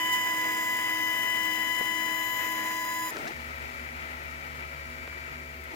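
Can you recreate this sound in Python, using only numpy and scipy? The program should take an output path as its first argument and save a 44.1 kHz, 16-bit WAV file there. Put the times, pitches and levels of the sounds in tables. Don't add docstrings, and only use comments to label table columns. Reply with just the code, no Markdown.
import sys
import numpy as np
from scipy import signal
from scipy.fft import rfft, irfft
from scipy.io import wavfile
from scipy.ndimage import uniform_filter1d

SR = 44100
rng = np.random.default_rng(int(sys.argv[2]) if len(sys.argv) > 2 else 0)


def digitize_waveform(pressure):
    field = np.atleast_2d(pressure).T
    bounded = np.clip(field, -1, 1)
    quanta = np.round(bounded * 32767).astype(np.int16)
    wavfile.write(sys.argv[1], SR, quanta)


N = 253575
TIME = np.arange(N) / SR
FREQS = np.maximum(np.arange(N // 2 + 1) * SR / N, 1)

# frequency in Hz, level in dB.
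ROOM_HUM = [(53, -68), (120, -66.5), (240, -62), (496, -64.5)]

# frequency in Hz, likeness of the ports 0-1,
# phase lead of the left in radians.
PORTS = [(30, 0.27, 4.5), (197, 0.85, -0.5), (475, 1, 1.5), (905, 1, 1), (1320, 1, 2.5), (2000, 0.89, 1.33),
         (2320, 0.73, 0.5), (3360, 0.12, 3), (8000, 0.067, 7)]
# frequency in Hz, level in dB per Hz,
# left-right difference in dB.
BURN_AIR = [(30, -92.7, -6), (83, -88.5, -1), (222, -77.5, 2), (910, -77, 1.2), (1320, -71.5, 0),
            (1650, -76.5, 7.5), (1940, -66, 2.5), (2270, -77, 5.5), (2820, -76.5, 2.5), (4240, -89, 1.5),
            (7370, -85, -3.5), (9460, -93, 2), (10750, -88, -5), (14200, -86.5, 9.5)]
# frequency in Hz, level in dB per Hz, left-right difference in dB.
IDLE_AIR = [(25, -90.6, -4), (55, -75, -3), (169, -84.5, -2), (278, -83.5, -2), (900, -80.5, 0.5),
            (1140, -78.5, 2), (1300, -73.5, 7.5), (1650, -79.5, 5), (1930, -74, 12.5), (2390, -80, 14.5),
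            (3300, -88.5, 2.5), (6540, -95.5, -0.5), (8800, -100.3, 1.5), (14300, -99.5, 5)]
# time in seconds, frequency in Hz, level in dB.
FAN_TONE = [(0, 644, -55.5), (3.11, 640, -55.5), (3.45, 655, -60), (5.75, 655, -59)]
BURN_AIR_DB_PER_S, HISS_DB_PER_S = -0.73, 0.44
IDLE_AIR_DB, AIR_DB_PER_S = 3, -1.5
STRAIN_HISS_DB = 3

# start in seconds, end in seconds,
# acceleration in full speeds per second, motor level in dB.
MOVES = [(3.09, 3.18, 9, 3), (3.18, 3.238, 12, -6), (3.238, 5.8, 4.6, 1.5)]
CORNER_SPEED = .55
STRAIN_SPAN = 0.12

# frequency in Hz, level in dB, decay time t60 in seconds.
FRAME = [(249, -10, 0.087), (354, 4, 0.034), (438, 10, 0.029), (650, 10, 0.015), (937, 1, 0.026),
         (1330, -16, 0.016), (1840, 2, 0.038), (2680, 3, 0.0073), (3400, -35, 0.009), (6300, 1, 0.026)]
# time in seconds, level of the blow in dB, contact cut-off in Hz.
KNOCKS = [(1.809, -39, 650), (3.169, -42, 2500), (5.076, -48.5, 2000)]
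# time in seconds, level in dB,
# centre frequency in Hz, decay in seconds.
CLICKS = [(1.8085, -27, 420, .006), (1.8095, -43, 1300, .002), (3.168, -30, 3600, .0015),
          (3.183, -51, 7000, .015), (3.266, -43, 2200, .016), (3.275, -42, 4700, .013),
          (4.901, -45, 12500, .0015), (5.076, -41, 600, .003), (5.076, -33, 1700, .002),
          (5.128, -41, 1400, .003), (5.639, -47, 10500, .003)]
# time in seconds, level in dB.
JOLTS = [(3.122, -51), (3.162, -37.5), (3.197, -46), (3.237, -62), (5.6, -51)]
SHUDDER_DB, JOLT_WIDTH_S = -47, 0.0063

CUT_STEP_HZ = [105.69, 106.31]
# multiple of the step rate, level in dB, left-right difference in dB.
MOTOR_X = [(1, -61, 2), (2, -62, -3), (3, -49, 3), (15, -62, 5), (16, -46.5, 11), (32, -63, 9),
           (48, -61, -2)]
# multiple of the step rate, level in dB, left-right difference in dB.
MOTOR_Y = [(3, -58, 3), (16, -50.5, 8), (32, -63, 10), (48, -61, 9), (64, -64, -12), (80, -65, -1),
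           (96, -68, 6)]
PORT_LEAD_S = .00017

# multiple of the step rate, level in dB, left-right difference in dB.
BELT = [(1, -49, -1), (2, -58.5, -3), (3.45, -57.5, -3.5), (5.05, -65, 11), (6, -68, 10), (6.93, -72, -1),
        (7.75, -60.5, 1), (13.84, -64.5, -2)]
# multiple of the step rate, gain in dB.
BELT_STRAIN = [(1, -16), (3.5, 1), (5, 12), (7, 4), (14, 19)]
# multiple of the step rate (rounded in use), level in dB,
# left-right difference in dB.
TRAVEL_MOTOR = [(22, -62.5, 12), (30, -84, -17), (32, -51, 6), (64.4, -69, 8), (97.8, -74.5, -14)]
# time in seconds, gain in dB.
MOTOR_SONG = [(3.25, 1.5), (3.45, -2), (3.75, 1.5), (4.15, -3), (4.6, -1), (5.15, 3), (5.7, -4.5)]
TRAVEL_STEP_HZ, TRAVEL_LEAD_S = 72.19, .00032
BELT_DB, BELT_DB_PER_S = 0.5, -0.14
WHISTLE_HZ, WHISTLE_DB, WHISTLE_DB_PER_S = 13640, -70, -1
HUM_BUILD_S = 0.026

LASER_HZ, LASER_OFF_S = 1001.55, 3.112
# multiple, level at mid-cut in dB,
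# its change in dB per s, left-right difference at mid-cut in dB, its change in dB per s, reflected share,
# a dip at the left port in seconds, a dip at the right port in seconds, roughness 0-1,
# phase lead of the left in radians.
WHINE = [(1, -34, -0.35, 0, 0.5, 0.43, 1.79, 1.26, 0.09, 1.03),
         (2, -35, -3.5, 7.5, 1, 0.66, 0.11, 2.25, 0.19, 1.39),
         (3, -41.5, -2.3, 9.5, -2.5, 0.63, 0.58, 2.46, 0.19, 2.3)]
# multiple, level at mid-cut in dB, its change in dB per s, left-right difference in dB.
OVERTONES = [(4, -59.5, 1.6, -1), (5, -52.5, 0.5, 3.5), (6, -53, -0.5, -2), (7, -49.5, 0.5, -6.5),
             (8, -62, -2.5, 2), (9, -60.5, -5, 3), (10, -59, -2.5, 3), (11, -59.5, 4.5, -2.4),
             (12, -58.5, 3, -5), (13, -54, -4.5, 2), (14, -53, 4, 7), (15, -59.5, -3, 5)]
OVERTONE_FADING = .5
REFLECTION_M_PER_S, SOUND_M_PER_S = .046, 343
FLARE_S, FLARE_WIDTH_S = 0.14, 0.022
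FLARE_FUNDAMENTAL_DB, FLARE_OVERTONE_DB, FLARE_HISS_DB = 3, 5.5, 5

CUTOFF_HZ = 15850


def from_db(db):
    return 10 ** (np.asarray(db) / 20)


def rms_one(x):
    return x / np.sqrt(np.mean(x ** 2) + 1e-20)


def in_time(rows):
    s, *columns = np.transpose(rows)
    return [np.interp(TIME, s, c) for c in columns]


def in_frequency(rows):
    hz, *columns = np.transpose(rows)
    return [np.interp(np.log(FREQS), np.log(hz), c) for c in columns]


def until(end_s, fade_s):
    return np.clip((end_s - TIME) / fade_s, 0, 1)


def bump(s, width_s):
    return np.exp(-((TIME - s) / width_s) ** 2)


def receding(db_per_s):
    return from_db(db_per_s * np.maximum(TIME - LASER_OFF_S, 0))


def drift(rate):
    spectrum = rfft(rng.standard_normal(N))
    return rms_one(irfft(spectrum / (1 + (FREQS / rate) ** 2), N))


def flutter(rate, channels):
    step = 32
    count = N // step + 2
    hz = np.fft.fftfreq(count, step / SR)
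    real = rng.standard_normal((channels, count))
    imaginary = rng.standard_normal((channels, count))
    slow = np.fft.ifft((real + 1j * imaginary) / (1 + (hz / rate) ** 2))
    slow /= np.sqrt(np.mean(abs(slow) ** 2))
    return np.array([np.interp(np.arange(N) / step, np.arange(count), row) for row in slow])


def butter(x, hz, kind):
    sos = signal.butter(2, min(hz, .45 * SR), kind, fs=SR, output="sos")
    return signal.sosfilt(sos, x + 1e-18)


def panned(pan_db):
    return from_db(np.array([[.5], [-.5]]) * pan_db)


def tone(hz, pan_db, rough, rough_hz, fading=0., port_angle=0., fading_hz=1.2):
    turns = np.cumsum(hz * np.ones(N)) / SR + rng.random()
    direct = np.exp(1j * port_angle * np.array([[.5], [-.5]]))
    reflected = fading * flutter(fading_hz, channels=2) if fading else 0
    wobble = 1 + rough * flutter(rough_hz, channels=1)
    body = (direct + reflected) * wobble / np.sqrt((1 + fading ** 2) * (1 + rough ** 2))
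    return np.sqrt(2) * panned(pan_db) * (body * np.exp(2j * np.pi * turns)).real


def room_hum():
    return sum(from_db(level_db) * tone(hz, 0, rough=0.62, rough_hz=7.4) for hz, level_db in ROOM_HUM)


def head_motion():
    speed, motor = np.full(N, CORNER_SPEED), np.zeros(N)
    for start_s, end_s, acceleration, motor_db in MOVES:
        inside_s = np.minimum(TIME - start_s, end_s - TIME)
        speed = np.maximum(speed, np.minimum(CORNER_SPEED + acceleration * inside_s, 1))
        motor = motor + from_db(motor_db) * (inside_s > 0)
    strain = np.clip((1 - speed) / STRAIN_SPAN, 0, 1) * (1 - until(LASER_OFF_S, .02))
    return speed, strain, uniform_filter1d(motor, size=600)


def air(spectrum, hiss_db, grain_db, pulsing, extra_lead_s=0):
    level_db, pan_db = in_frequency(spectrum)
    alike, angle = in_frequency(PORTS)
    angle = angle + 2 * np.pi * FREQS * extra_lead_s
    alike, sides = np.clip(alike, 0, 1), np.array([[1], [-1]])
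    mid, side = rfft(rng.standard_normal((2, N)))
    ports = np.sqrt(1 + alike) * mid + np.sqrt(1 - alike) * side * sides
    ports = ports * np.exp(.5j * angle * sides)
    ports = ports * from_db(level_db) * panned(pan_db) * np.sqrt(SR) / 2
    low_share = 1 / (1 + (FREQS / 3500) ** 4)
    puffs = rms_one(np.exp(pulsing * np.cos(2 * np.pi * LASER_HZ * TIME)))
    rush = from_db(1.2 * drift(7.4)) * irfft(ports * low_share, N)
    hiss = from_db(hiss_db + grain_db * drift(180)) * puffs * irfft(ports * (1 - low_share), N)
    return rush + hiss


def fan():
    hz, level_db = in_time(FAN_TONE)
    burning = until(LASER_OFF_S, 0.0085)
    fundamental = tone(hz, -5.5, rough=0.18, rough_hz=2.9)
    octave = from_db(-6) * burning * tone(2 * hz, 0.86, rough=0.55, rough_hz=7.6, port_angle=2.1)

    from_middle_s = TIME - LASER_OFF_S / 2
    hiss_db = FLARE_HISS_DB * bump(FLARE_S, FLARE_WIDTH_S) + HISS_DB_PER_S * from_middle_s
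    over_cut = np.sqrt(burning) * air(BURN_AIR, hiss_db, grain_db=2.5, pulsing=0.34)
    over_cut = over_cut * from_db(BURN_AIR_DB_PER_S * from_middle_s)

    strain = head_motion()[1]
    idle = air(IDLE_AIR, STRAIN_HISS_DB * strain, grain_db=1.0, pulsing=0,
               extra_lead_s=TRAVEL_LEAD_S - PORT_LEAD_S)
    idle = np.sqrt(1 - burning) * idle * from_db(IDLE_AIR_DB) * receding(AIR_DB_PER_S)
    return from_db(level_db) * (fundamental + octave) + over_cut + idle


def frame(force):
    out = 0
    for hz, level_db, t60 in FRAME:
        r, w = from_db(-60 / (t60 * SR)), 2 * np.pi * hz / SR
        ring = signal.lfilter([0, np.sin(w)], [1, -2 * r * np.cos(w), r * r], force + 1e-18)
        out = out + from_db(level_db) * ring * panned(1.5 + rng.normal(0, 4))
    return out


def carriage():
    speed, strain, _ = head_motion()
    shudder = from_db(SHUDDER_DB) * strain
    shudder = shudder + sum(from_db(level_db) * bump(s, JOLT_WIDTH_S) for s, level_db in JOLTS)
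    steps = np.diff(np.floor(np.cumsum(speed * 400 / SR)), prepend=0)
    steps = steps * (1 + .5 * rng.standard_normal(N))
    shake = rms_one(frame(butter(butter(steps, 290, "high"), 900, "low"))) * shudder

    force, clicks = np.zeros(N), np.zeros((2, N))
    for s, level_db, contact_hz in KNOCKS:
        impulse = 1. * (np.arange(N) == round(s * SR))
        force += from_db(level_db) * butter(impulse, contact_hz, "low")
    for s, level_db, hz, decay_s in CLICKS:
        grit = rng.standard_normal(N) + .5 * rng.standard_normal((2, N))
        octave_band = [hz / np.sqrt(2), hz * np.sqrt(2)]
        grit = rms_one(signal.sosfilt(signal.butter(2, octave_band, "band", fs=SR, output="sos"), grit))
        clicks += from_db(level_db) * (TIME >= s) * np.exp(-abs(TIME - s) / decay_s) * grit
    ringing = shake + frame(butter(force, 240, "high"))
    return butter(ringing, 190, "high") + clicks


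def cutting_motors():
    out = 0
    for step_hz, orders in zip(CUT_STEP_HZ, [MOTOR_X, MOTOR_Y]):
        for k, level_db, pan_db in orders:
            hz = k * step_hz
            lead = 2 * np.pi * hz * PORT_LEAD_S
            out = out + from_db(level_db) * tone(hz, pan_db, rough=.12, rough_hz=20, port_angle=lead)
    return out * until(3.104, .02)


def travel_drive():
    speed, strain, motor = head_motion()
    belt = from_db(BELT_DB) * receding(BELT_DB_PER_S)
    motor = motor * from_db(in_time(MOTOR_SONG)[0])
    lagging = np.maximum(strain, np.interp(TIME - HUM_BUILD_S, TIME, strain))
    out = 0
    for k, level_db, pan_db in BELT:
        hz = k * TRAVEL_STEP_HZ * speed
        held_strain = lagging if round(k) == 1 else strain
        strain_db = held_strain * np.interp(k, *np.transpose(BELT_STRAIN))
        partial = tone(hz, pan_db, rough=min(0.2 * k, .7), rough_hz=10.4, port_angle=0.15 * k)
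        out = out + belt * from_db(level_db + strain_db) * partial
    for k, level_db, pan_db in TRAVEL_MOTOR:
        full_speed_hz = round(k) * TRAVEL_STEP_HZ
        lead = 2 * np.pi * full_speed_hz * TRAVEL_LEAD_S
        partial = tone(full_speed_hz * speed, pan_db, rough=0.25 + 1.2 * strain, rough_hz=50,
                       fading=0.094, port_angle=lead)
        out = out + motor * from_db(level_db) * partial
    whistle = from_db(WHISTLE_DB) * receding(WHISTLE_DB_PER_S) * (1 - strain)
    whistle = whistle * tone(WHISTLE_HZ, 11, rough=2., rough_hz=60)
    return (out + whistle) * (1 - until(3.125, 0.017))


def laser():
    from_middle_s, flare = TIME - LASER_OFF_S / 2, bump(FLARE_S, FLARE_WIDTH_S)
    dips_per_s = LASER_HZ * REFLECTION_M_PER_S / SOUND_M_PER_S
    strong = high = 0
    for k, level_db, db_per_s, pan_db, pan_db_per_s, share, left_dip_s, right_dip_s, rough, angle in WHINE:
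        turns = round(k) * dips_per_s * (TIME - np.array([[left_dip_s], [right_dip_s]]))
        interference = np.sqrt(1 + share ** 2 - 2 * share * np.cos(2 * np.pi * turns))
        flare_db = FLARE_FUNDAMENTAL_DB if round(k) == 1 else FLARE_OVERTONE_DB
        level = from_db(level_db + db_per_s * from_middle_s + flare * flare_db)
        moving_pan_db = pan_db + pan_db_per_s * from_middle_s
        partial = tone(round(k) * LASER_HZ, moving_pan_db, rough, rough_hz=55, port_angle=angle)
        strong = strong + level * interference * partial
    for k, level_db, db_per_s, pan_db in OVERTONES:
        level = from_db(level_db + db_per_s * from_middle_s + flare * FLARE_OVERTONE_DB)
        partial = tone(round(k) * LASER_HZ, pan_db, rough=0.32, rough_hz=65, fading=OVERTONE_FADING,
                       port_angle=1.39, fading_hz=k * dips_per_s)
        high = high + level * partial
    return strong * until(LASER_OFF_S, 0.039) + high * until(LASER_OFF_S, 0.0045)


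def scene():
    return room_hum() + fan() + carriage() + cutting_motors() + travel_drive() + laser()


def record(dry):
    return signal.sosfilt(signal.ellip(12, .1, 80, CUTOFF_HZ, fs=SR, output="sos"), dry)


dry = scene()
out = record(dry)
digitize_waveform(out)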